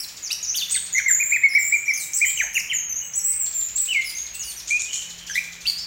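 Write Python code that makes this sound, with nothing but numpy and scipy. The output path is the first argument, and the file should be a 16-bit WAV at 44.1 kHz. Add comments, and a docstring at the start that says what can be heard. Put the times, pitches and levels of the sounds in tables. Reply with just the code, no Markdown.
"""In a hard-walled room a caged young leafbird rehearses buzzy slurs, thin high notes, scratches and
low arched whistles. Each is a self-sustained oscillation of a membrane in the syrinx, whose two sides
often sound at once. Farther off a second small bird ticks in an even series. Reflections from the walls
prolong both voices. Under them lie faint room noise, a low rumble from outside, a distant motor's hum
and one soft knock."""
import sys
import numpy as np
from scipy import signal
from scipy.fft import rfft, irfft
from scipy.io import wavfile
from scipy.ndimage import uniform_filter1d, map_coordinates

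SR = 44100
rng = np.random.default_rng(int(sys.argv[2]) if len(sys.argv) > 2 else 0)


def transcribe(signal):
    """Save signal, clipped to [-1, 1], as a 16-bit WAV file at the path in sys.argv[1]."""
    frames = np.atleast_2d(signal).T
    limited = np.clip(frames, -1, 1)
    pcm = np.round(limited * 32767).astype(np.int16)
    wavfile.write(sys.argv[1], SR, pcm)


N = 258426
TIME = np.arange(N) / SR
SCOOP_S = .018   # each note slides quietly up to pitch for this long before it speaks


def from_db(db):
    """Amplitude ratio: a factor of ten for every 20 dB."""
    return 10 ** (np.asarray(db) / 20)


def rms_one(x):
    """Normalisation to unit mean power."""
    return x / np.sqrt(np.mean(x ** 2) + 1e-20)


def at_hz(points, hz):
    """Interpolation of a table along a logarithmic frequency axis."""
    table = np.array(points)
    return np.interp(np.log(np.maximum(hz, 1)), np.log(table[:, 0]), table[:, 1])


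def rfft_hz(size):
    """Bin frequencies of a discrete spectrum, spaced by the reciprocal of the duration."""
    return np.arange(size // 2 + 1) * SR / size


def ease(x):
    """Raised-cosine step from 0 to 1."""
    return np.sin(np.pi / 2 * np.clip(x, 0, 1)) ** 2


def drift(rate, size):
    """Smooth random process of spread about 1, with `rate` independent values a second."""
    knots = rng.standard_normal(2048)
    return map_coordinates(knots, [np.arange(size) * rate / SR], order=3, mode="wrap")


def resonate(x, hz, q):
    """Second-order resonance with unit gain at its peak and bandwidth hz / q."""
    return signal.lfilter(*signal.iirpeak(hz, q, fs=SR), x)


def add(out, start, sound):
    """Superposition of a sound on `out`, from `start` seconds on."""
    at = round(start * SR) + np.arange(len(sound))
    inside = (at >= 0) & (at < N)
    out[at[inside]] += sound[inside]


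def arc(pitches_hz, count=17):
    """Glide: a parabola in log frequency through the first, middle and last pitch."""
    parabola = np.polyfit([0, .5, 1], np.log(pitches_hz), 2)
    return np.exp(np.polyval(parabola, np.linspace(0, 1, count)))


def effort(swell_db, sag_db, count=17):
    """Driving pressure sets the level in dB: an arch over the note plus a tilt from start to end."""
    along = np.linspace(0, 1, count)
    return swell_db * (np.sin(np.pi * along) - 2 / np.pi) - sag_db * (along - .5)


def rasp(rough, hz):
    """Chaotic vibration spreads a share of a partial's power into a noise band around it."""
    share = .75 * np.clip(rough, 0, 1) ** 3
    width_hz = .16 * hz.mean()
    chaos = (drift(width_hz, len(hz)) + 1j * drift(width_hz, len(hz))) / np.sqrt(2)
    return np.sqrt(1 - share) + np.sqrt(share) * chaos


def syrinx(length, pitch_hz, level_db, overtone_db, rough, scoop_db, scoop_share=0.21,
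           jitter=0.0188, jitter_rate=450, flutter_db=6.0, wobble=0.0056, wobble_rate=140,
           harmonic_fall_db=10, rasp_fall_db=5, overtone_rough=0.2, attack_s=0.0023, release_s=0.0016):
    """Self-oscillating membrane: a gliding harmonic tone that shakes, then rasps, as `rough` nears 1."""
    size = int((SCOOP_S + length) * SR)
    rough = np.clip(rough, 0, 1)
    t = np.arange(size) / SR - SCOOP_S
    along = np.clip(t / length, 0, 1)
    slack = np.clip(-t / SCOOP_S, 0, 1)
    hz = map_coordinates(np.array(pitch_hz, float), [along * (len(pitch_hz) - 1)], order=2, mode="nearest")
    hz *= 1 - scoop_share * slack   # a membrane not yet taut sounds lower
    hz *= 1 + wobble * drift(wobble_rate, size) + jitter * rough * drift(jitter_rate, size)
    phase = 2 * np.pi * np.cumsum(hz) / SR
    db = np.interp(along, (np.arange(len(level_db)) + .5) / len(level_db), level_db)
    db += flutter_db * rough * drift(jitter_rate, size)
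    opening = np.maximum(ease(t / attack_s), from_db(scoop_db) * ease(1 - slack))
    gate = opening * ease((t[-1] - t) / release_s)
    fall_db = harmonic_fall_db + rough * (rasp_fall_db - harmonic_fall_db)   # per harmonic
    overtones = sum(from_db(overtone_db - fall_db * (k - 1.5)) * np.exp(1j * k * phase) * (k * hz < SR / 2)
                    for k in range(2, 9))
    # the throat favours the fundamental only once the note is open; uneven closing blurs overtones most
    tone = gate * np.exp(1j * phase) * rasp(rough, hz)
    tone += np.sqrt(gate) * overtones * rasp(rough + overtone_rough, 2 * hz)
    return np.sqrt(2) * from_db(db) * np.imag(tone)


# spectrum of the room noise: f/Hz, relative spectral level/dB
NOISE_SPECTRUM = [(25, -11), (55, -6.5), (130, -3), (240, -11), (700, -11), (1400, -9), (2500, -2),
                  (4000, -18.5), (7000, -37), (9500, -32), (15000, -38)]


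def room_noise(level_db=-48.5):
    """Stationary noise: a white spectrum weighted by a fixed envelope."""
    spectrum = rfft(rng.standard_normal(N)) * from_db(at_hz(NOISE_SPECTRUM, rfft_hz(N)))
    return from_db(level_db) * rms_one(irfft(spectrum, N))


# envelope of the rumble: t/s, level/dB
RUMBLE_LEVELS = [(0, -70), (1.2, -56), (1.6, -79), (2.1, -81), (2.25, -57.5), (4.5, -58.5), (4.8, -61),
                 (5.86, -59)]


def rumble(band_hz=(47, 64)):
    """Narrow-band noise from outside, slowly modulated in amplitude."""
    band = signal.butter(2, band_hz, "band", fs=SR, output="sos")
    noise = rms_one(signal.sosfilt(band, rng.standard_normal(N)))
    return from_db(np.interp(TIME, *np.transpose(RUMBLE_LEVELS))) * noise


# envelope of the hum: t/s, level/dB
HUM_LEVELS = [(0, -78), (.8, -59), (1.599, -68), (3.2, -66), (4.8, -68.5), (5.15, -56), (5.86, -57)]


def motor_hum(hz=172, waver=.006):
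    """Periodic vibration of a distant motor radiates one slightly wavering tone."""
    phase = 2 * np.pi * np.cumsum(hz * (1 + waver * drift(8, N))) / SR
    return from_db(np.interp(TIME, *np.transpose(HUM_LEVELS))) * np.sqrt(2) * np.sin(phase)


# buzzy slurs: t/s, duration/s, first, middle and last f/Hz, level/dB, relative overtone level/dB, roughness
BUZZ_NOTES = [(0, 0.051, 5130, 5160, 3870, -35, -8.5, 1.23), (0.304, 0.019, 2433, 2760, 3020, -29, -24, 0),
              (0.308, 0.025, 3710, 4930, 5760, -26, -10.5, 0.65),
              (0.544, .014, 2750, 3080, 3920, -27, -16, 0.48),
              (0.558, 0.019, 6200, 6690, 5340, -26.5, -3.5, .7),
              (0.573, 0.056, 5030, 3800, 2650, -30, -15, 0.54),
              (0.741, .04, 5010, 3836, 3140, -33, -22, .75),
              (1.932, 0.039, 5950, 6570, 5120, -36, -14, 1.2),
              (2.132, 0.012, 5540, 6680, 7700, -31, -21, 0.9),
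              (2.165, 0.04, 6240, 5210, 4400, -40, 1, 0.44), (2.542, 0.064, 5720, 6960, 4850, -33, -7, 0.8),
              (3.135, 0.0222, 5650, 6620, 7300, -31, -22, 0.6),
              (3.315, 0.025, 7280, 5570, 4570, -43.5, -9, 0.83),
              (5.345, 0.026, 3290, 3600, 3720, -43, 2, 0.76),
              (5.655, 0.016, 2640, 2870, 3800, -27.5, -10.5, 0.16),
              (5.668, 0.038, 4300, 4627, 4224, -21.5, -16.5, .7)]


def buzzes(undertone_db=-24, split_db=3):
    """Period doubling: alternately strong and weak cycles add faint partials of half the pitch."""
    for start, length, *pitches_hz, level_db, overtone_db, rough in BUZZ_NOTES:
        hz = arc(pitches_hz)
        db = level_db + effort(swell_db=-3, sag_db=2.5)
        upper_db = overtone_db - split_db   # the two series share the overtone power
        halves = syrinx(length, hz / 2, db + undertone_db, upper_db - undertone_db, .5 * rough,
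                        scoop_db=-17, harmonic_fall_db=7.5, rasp_fall_db=-2.5, overtone_rough=.1)
        yield start, syrinx(length, hz, db, upper_db, rough, scoop_db=-23) + halves, rough


# sweep of one tick: f/Hz at equally spaced moments
TICK_SWEEP = [7700, 6200, 4815, 3800, 2880]
# envelope of one tick: level/dB in each quarter
TICK_LEVELS = [-39.5, -43, -39.5, -42.5]
# single ticks before the run: t/s
LONE_TICK_TIMES = [0.078, 0.165, 0.857, 2.291, 3.453]


def ticks(length=.019, run_start_s=3.519, first_gap_s=.0812, gap_growth_s=.000188, gap_count=27):
    """A brief, steep downward sweep is heard as a tick: a few alone, then a run that slows a little."""
    gaps = first_gap_s + gap_growth_s * np.arange(gap_count)
    out = np.zeros(N)
    for start in [*LONE_TICK_TIMES, run_start_s, *(run_start_s + np.cumsum(gaps))]:
        db = np.array(TICK_LEVELS) + rng.standard_normal()
        tick = syrinx(length, TICK_SWEEP, db, overtone_db=-12.5, rough=0.64, flutter_db=2.0,
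                      scoop_db=-28, attack_s=0.0031)
        add(out, start - SCOOP_S, tick)
    return out


# thin high notes: t/s, duration/s, first, middle and last f/Hz, level/dB, fade over the note/dB,
# relative overtone level/dB, roughness
HIGH_NOTES = [(0.225, 0.059, 7170, 6100, 4550, -34, -3, -20.5, 0.44),
              (0.427, 0.035, 6930, 5900, 5000, -30.5, 3, -21, 0.62),
              (0.464, 0.036, 6200, 6000, 5080, -32, 1, -31, 0.54),
              (0.495, 0.038, 6130, 6370, 6400, -30.5, 13, -31, 0.41),
              (0.613, 0.03, 3870, 3560, 3545, -27.5, -14, -26, 0),
              (0.709, 0.073, 8010, 8340, 8260, -30.5, 7.5, -9, 0.54),
              (0.925, 0.066, 6950, 6260, 5655, -29, 3.5, -23, 0.47),
              (1.082, 0.07, 7330, 7200, 6800, -22, 1, -15, .075),
              (1.189, 0.15, 6800, 7300, 7210, -30.5, 1, -12, 0.28),
              (1.486, 0.078, 5680, 5080, 5910, -36, -6.5, -7, 0.48),
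              (1.585, .108, 7560, 7300, 7640, -31, -4, -10, 0.52),
              (1.694, 0.088, 7870, 7380, 6680, -36, -4, -16, 0.2),
              (1.856, 0.064, 5800, 5750, 5150, -36, -4, -11.5, 0.12),
              (1.972, 0.082, 5240, 4120, 3880, -44, 9, 5.5, .7),
              (2.002, .067, 7800, 7700, 7680, -38.5, 4, -9, 1.05),
              (2.145, 0.048, 7360, 7950, 7700, -29.5, 13, -11, 0.44),
              (2.251, 0.0737, 7190, 7460, 7410, -29.5, 2.5, -9.5, 0.77),
              (2.359, .087, 6700, 6150, 6860, -32.5, -5, -16.5, 0.33),
              (2.732, 0.078, 7285, 6620, 6460, -28, 2, -18.5, 0.02),
              (2.893, 0.04, 6220, 6170, 6250, -28.5, -2, -13.5, 0.02),
              (2.956, 0.058, 6570, 6580, 6140, -32, 4, -21, 0.4),
              (3.01, 0.081, 7500, 7680, 7530, -50, -1, -1, 0.2),
              (3.156, 0.029, 7450, 7880, 7750, -26.5, 3, -15, 0.18),
              (3.186, 0.035, 6960, 5550, 5850, -36, 9, -8.5, 0.25),
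              (3.241, .082, 7590, 7964, 8280, -27.5, 3, -8, 0.42),
              (3.327, 0.07, 8120, 8200, 8070, -38.5, 3, -13, 0.42),
              (3.397, 0.046, 7850, 7450, 7510, -26, 0, -11, 0),
              (3.537, 0.1, 7250, 7270, 7000, -30, 3.5, -12.5, 0.21),
              (3.637, 0.044, 7200, 6900, 6980, -36, -3, -20, 0.16),
              (3.757, 0.069, 7200, 7820, 7700, -28, 12, -19, 0.54),
              (3.811, 0.017, 7650, 7820, 7700, -32, -1, 0.5, 0.77),
              (4.044, 0.073, 5550, 5000, 4930, -35.5, 0, -3, 0.6),
              (4.149, 0.089, 6200, 6500, 6640, -34.5, 1, -22, 0.22),
              (4.343, 0.027, 8100, 8020, 8150, -43, 7, 0, 0.47),
              (4.394, 0.047, 6740, 6400, 5000, -35.5, 7, -19, 0.46),
              (4.435, 0.085, 5000, 4600, 4400, -42, -3, 5.5, 0.3),
              (4.564, 0.046, 6180, 5650, 5070, -39.5, 1, -8, 0.4),
              (5.293, 0.061, 6350, 5850, 4850, -36, 1, -21, 0),
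              (5.767, 0.07, 4560, 5150, 5370, -35.5, 6, -33, 0.37)]


def thin_notes():
    """Random frequency modulation makes a high, quickly starting tone waver."""
    for start, length, *pitches_hz, level_db, fade_db, overtone_db, rough in HIGH_NOTES:
        db = level_db + effort(swell_db=0.8, sag_db=fade_db)
        note = syrinx(length, arc(pitches_hz), db, overtone_db, rough, scoop_db=-25, scoop_share=0.18,
                      wobble=0.01175, wobble_rate=130, overtone_rough=0.53, attack_s=0.0013)
        yield start, note, rough


# scratches: t/s, level/dB
SCRATCH_NOTES = [(.703, -33.5), (4.674, -34), (4.792, -32.5), (4.931, -31.5)]


def scratches(length=.05, pitches_hz=(1034, 1770, 2300), beak_hz=6800, beak_q=12):
    """Formant filtering: the partials of a rising rasp pass in turn through the beak's resonance."""
    out = np.zeros(N)
    for start, level_db in SCRATCH_NOTES:
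        source = syrinx(length, arc(pitches_hz), effort(swell_db=0, sag_db=17.5), overtone_db=7.5,
                        rough=0.8, scoop_db=-22.5, harmonic_fall_db=-6.0, rasp_fall_db=5.4,
                        overtone_rough=0.051)
        add(out, start - SCOOP_S, from_db(level_db) * rms_one(resonate(source, beak_hz, beak_q)))
    return out


# low arched whistles: t/s, duration/s, first, middle and last f/Hz, source level/dB, roughness
WHISTLE_NOTES = [(.742, 0.041, 2880, 1787, 1526, -30, 0.92), (.948, 0.051, 2059, 2103, 2380, -19.5, 0.15),
                 (.976, 0.038, 2200, 1784, 1325, -24.5, 0.75), (1.058, 0.057, 2040, 2036, 1380, -17.5, 0),
                 (1.196, 0.04, 2080, 2485, 1920, -21.5, .2), (1.317, 0.058, 2020, 2491, 1620, -17.5, 0.17),
                 (1.433, 0.039, 2130, 2233, 2030, -12, 0), (1.547, 0.042, 2050, 2280, 1820, -13, 0),
                 (1.72, 0.046, 2120, 2370, 2065, -16, 0.15), (1.877, 0.041, 2220, 2308, 1900, -17, 0.03),
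                 (2.212, .044, 2120, 2434, 1770, -16, 0.03), (2.246, .06, 2950, 3050, 3190, -28, 0.3),
                 (2.37, 0.026, 3050, 2867, 2450, -23.5, 0.77),
                 (2.397, 0.031, 2550, 1915, 1370, -16.5, 0.26), (2.551, 0.035, 2680, 2630, 1690, -18, 0.39),
                 (2.697, 0.0249, 3130, 2960, 2550, -18.5, 0.39), (2.717, 0.025, 2500, 2050, 1790, -23, 0.3),
                 (3.013, 0.063, 2920, 2930, 2916, -34.5, 0.24), (3.28, 0.15, 2150, 2150, 2220, -52, 0.1),
                 (3.883, 0.054, 2945, 2954, 2470, -18.5, 0.36),
                 (3.943, 0.073, 2480, 2112, 2170, -19.5, 0.15),
                 (4.335, 0.18, 2650, 2847, 2955, -40.5, 0.42),
                 (4.705, 0.081, 2290, 2445, 2488, -20.5, 0.23),
                 (4.885, 0.17, 2925, 3022, 2980, -30.5, 0.73), (5.17, 0.13, 3076, 3110, 2900, -40, 0.54),
                 (5.292, 0.0257, 1700, 1620, 1560, -30, 0.76),
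                 (5.354, 0.025, 1981, 2000, 2280, -19.5, 0.84), (5.374, .022, 2300, 2395, 2600, -20, 0.59)]


def whistles(throat_hz=2280, throat_q=3.87):
    """Source and filter: the throat passes a tone best near resonance and weakens its overtones."""
    for start, length, *pitches_hz, level_db, rough in WHISTLE_NOTES:
        db = level_db + effort(swell_db=0.5, sag_db=2.1)
        overtone_db = -21 + 20 * rough   # rough notes are brighter
        source = syrinx(length, arc(pitches_hz), db, overtone_db, rough, scoop_db=-15.5, scoop_share=.26,
                        harmonic_fall_db=3.0, rasp_fall_db=0.5, overtone_rough=0.75, wobble=0.0085,
                        wobble_rate=106.2, attack_s=0.005, release_s=.005)
        yield start, resonate(source, throat_hz, throat_q), rough


def leafbird(hiss_db=-15, hiss_above_hz=3000):
    """The notes superpose; air forced through the syrinx adds hiss that follows the rough ones."""
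    song, harsh = np.zeros(N), np.zeros(N)
    for start, note, rough in [*whistles(), *thin_notes(), *buzzes()]:
        add(song, start - SCOOP_S, note)
        add(harsh, start - SCOOP_S, rough ** 2 * note)
    song += scratches()
    high_pass = signal.butter(2, hiss_above_hz, "high", fs=SR, output="sos")
    hiss = signal.sosfilt(high_pass, rng.standard_normal(N))
    envelope = uniform_filter1d(np.abs(harsh), size=64)
    return song + from_db(hiss_db) * hiss * envelope


def knock(start_s=2.425, hz=756, q=3.2, level_db=-42, attack_s=0.017, t60_s=0.29):
    """Exponential decay of noise in a broad resonance is heard as a soft, dull knock."""
    t = TIME - start_s
    body = rms_one(resonate(resonate(rng.standard_normal(N), hz, q), hz, q / 2))
    return body * ease(t / attack_s) * from_db(level_db - 60 * np.maximum(t, 0) / t60_s)


# the room's length, width and height: size/m, bird's position/m, microphone's position/m
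ROOM_AXES = [(4.37, 1.13, 1.71), (3.19, .83, 1.21), (2.83, 1.57, 1.47)]


def wall_echoes(size, sound_speed=343, low_cut_hz=600):
    """Image sources: each mirror image of the bird sends one echo, later and weaker with distance."""
    squared_offsets = []
    for span, bird, microphone in ROOM_AXES:
        reach = int(size / SR * sound_speed / (2 * span)) + 1
        shifts = 2 * span * np.arange(-reach, reach + 1) - microphone
        squared_offsets.append(np.concatenate([shifts + bird, shifts - bird]) ** 2)
    distance = np.sqrt(sum(np.ix_(*squared_offsets))).ravel()
    lag = np.round((distance - distance.min()) / sound_speed * SR).astype(int)
    echoes = np.bincount(lag, (lag > 0) / distance)[:size]   # without the direct path
    return signal.sosfilt(signal.butter(2, low_cut_hz, "high", fs=SR, output="sos"), echoes)


# reverberation time: f/Hz, T60/s
REVERB_TIMES = [(1500, 0.82), (2300, 0.58), (4500, 0.89), (7500, 0.45), (15000, 0.67)]
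# strength of the reverberation relative to the sound that excites it: f/Hz, level/dB
REVERB_LEVELS = [(1500, -5), (2300, -6), (3200, -3), (5000, -4), (7500, 6.5), (10000, -3.5), (15000, -0.5)]


def reverberation(x, tail_s=.6, early_db=3, early_s=0.022):
    """Convolution with the wall echoes, which start strong and decay at each band's own rate."""
    size = int(tail_s * SR)
    t, hz = np.arange(size) / SR, rfft_hz(size)
    echo_spectrum = rfft(wall_echoes(size))
    response = np.zeros(size)
    centres_hz = np.geomspace(1000, 16000, 13)
    for centre in centres_hz:
        share = np.interp(hz, centres_hz, centres_hz == centre)   # overlapping triangular bands
        fade = from_db(-60 * t / at_hz(REVERB_TIMES, centre) + early_db * np.exp(-t / early_s))
        band = irfft(echo_spectrum * share, size) * fade
        gain = np.sqrt(np.mean(share ** 2)) * from_db(at_hz(REVERB_LEVELS, centre))
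        response += gain * band / np.linalg.norm(band)
    return signal.fftconvolve(x, response)[:N]


def scene(far_direct_db=-1.5, far_reverb_db=5):
    """The direct-to-reverberant ratio falls with distance, so the far bird has more echo."""
    song, far_bird = leafbird(), ticks()
    direct = song + from_db(far_direct_db) * far_bird
    echoes = reverberation(song + from_db(far_reverb_db) * far_bird)
    return (direct + echoes + knock() + room_noise() + rumble() + motor_hum())[None]


def record(dry, peak_hz=15400, peak_q=2.08, peak_db=4.5, cutoff_hz=15900):
    """Microphone response: a resonance lifts the high treble and a steep low-pass cuts the top."""
    bright = dry + (from_db(peak_db) - 1) * resonate(dry, peak_hz, peak_q)
    return signal.sosfilt(signal.ellip(12, .1, 90, cutoff_hz, fs=SR, output="sos"), bright)


dry = scene()
out = record(dry)
transcribe(out)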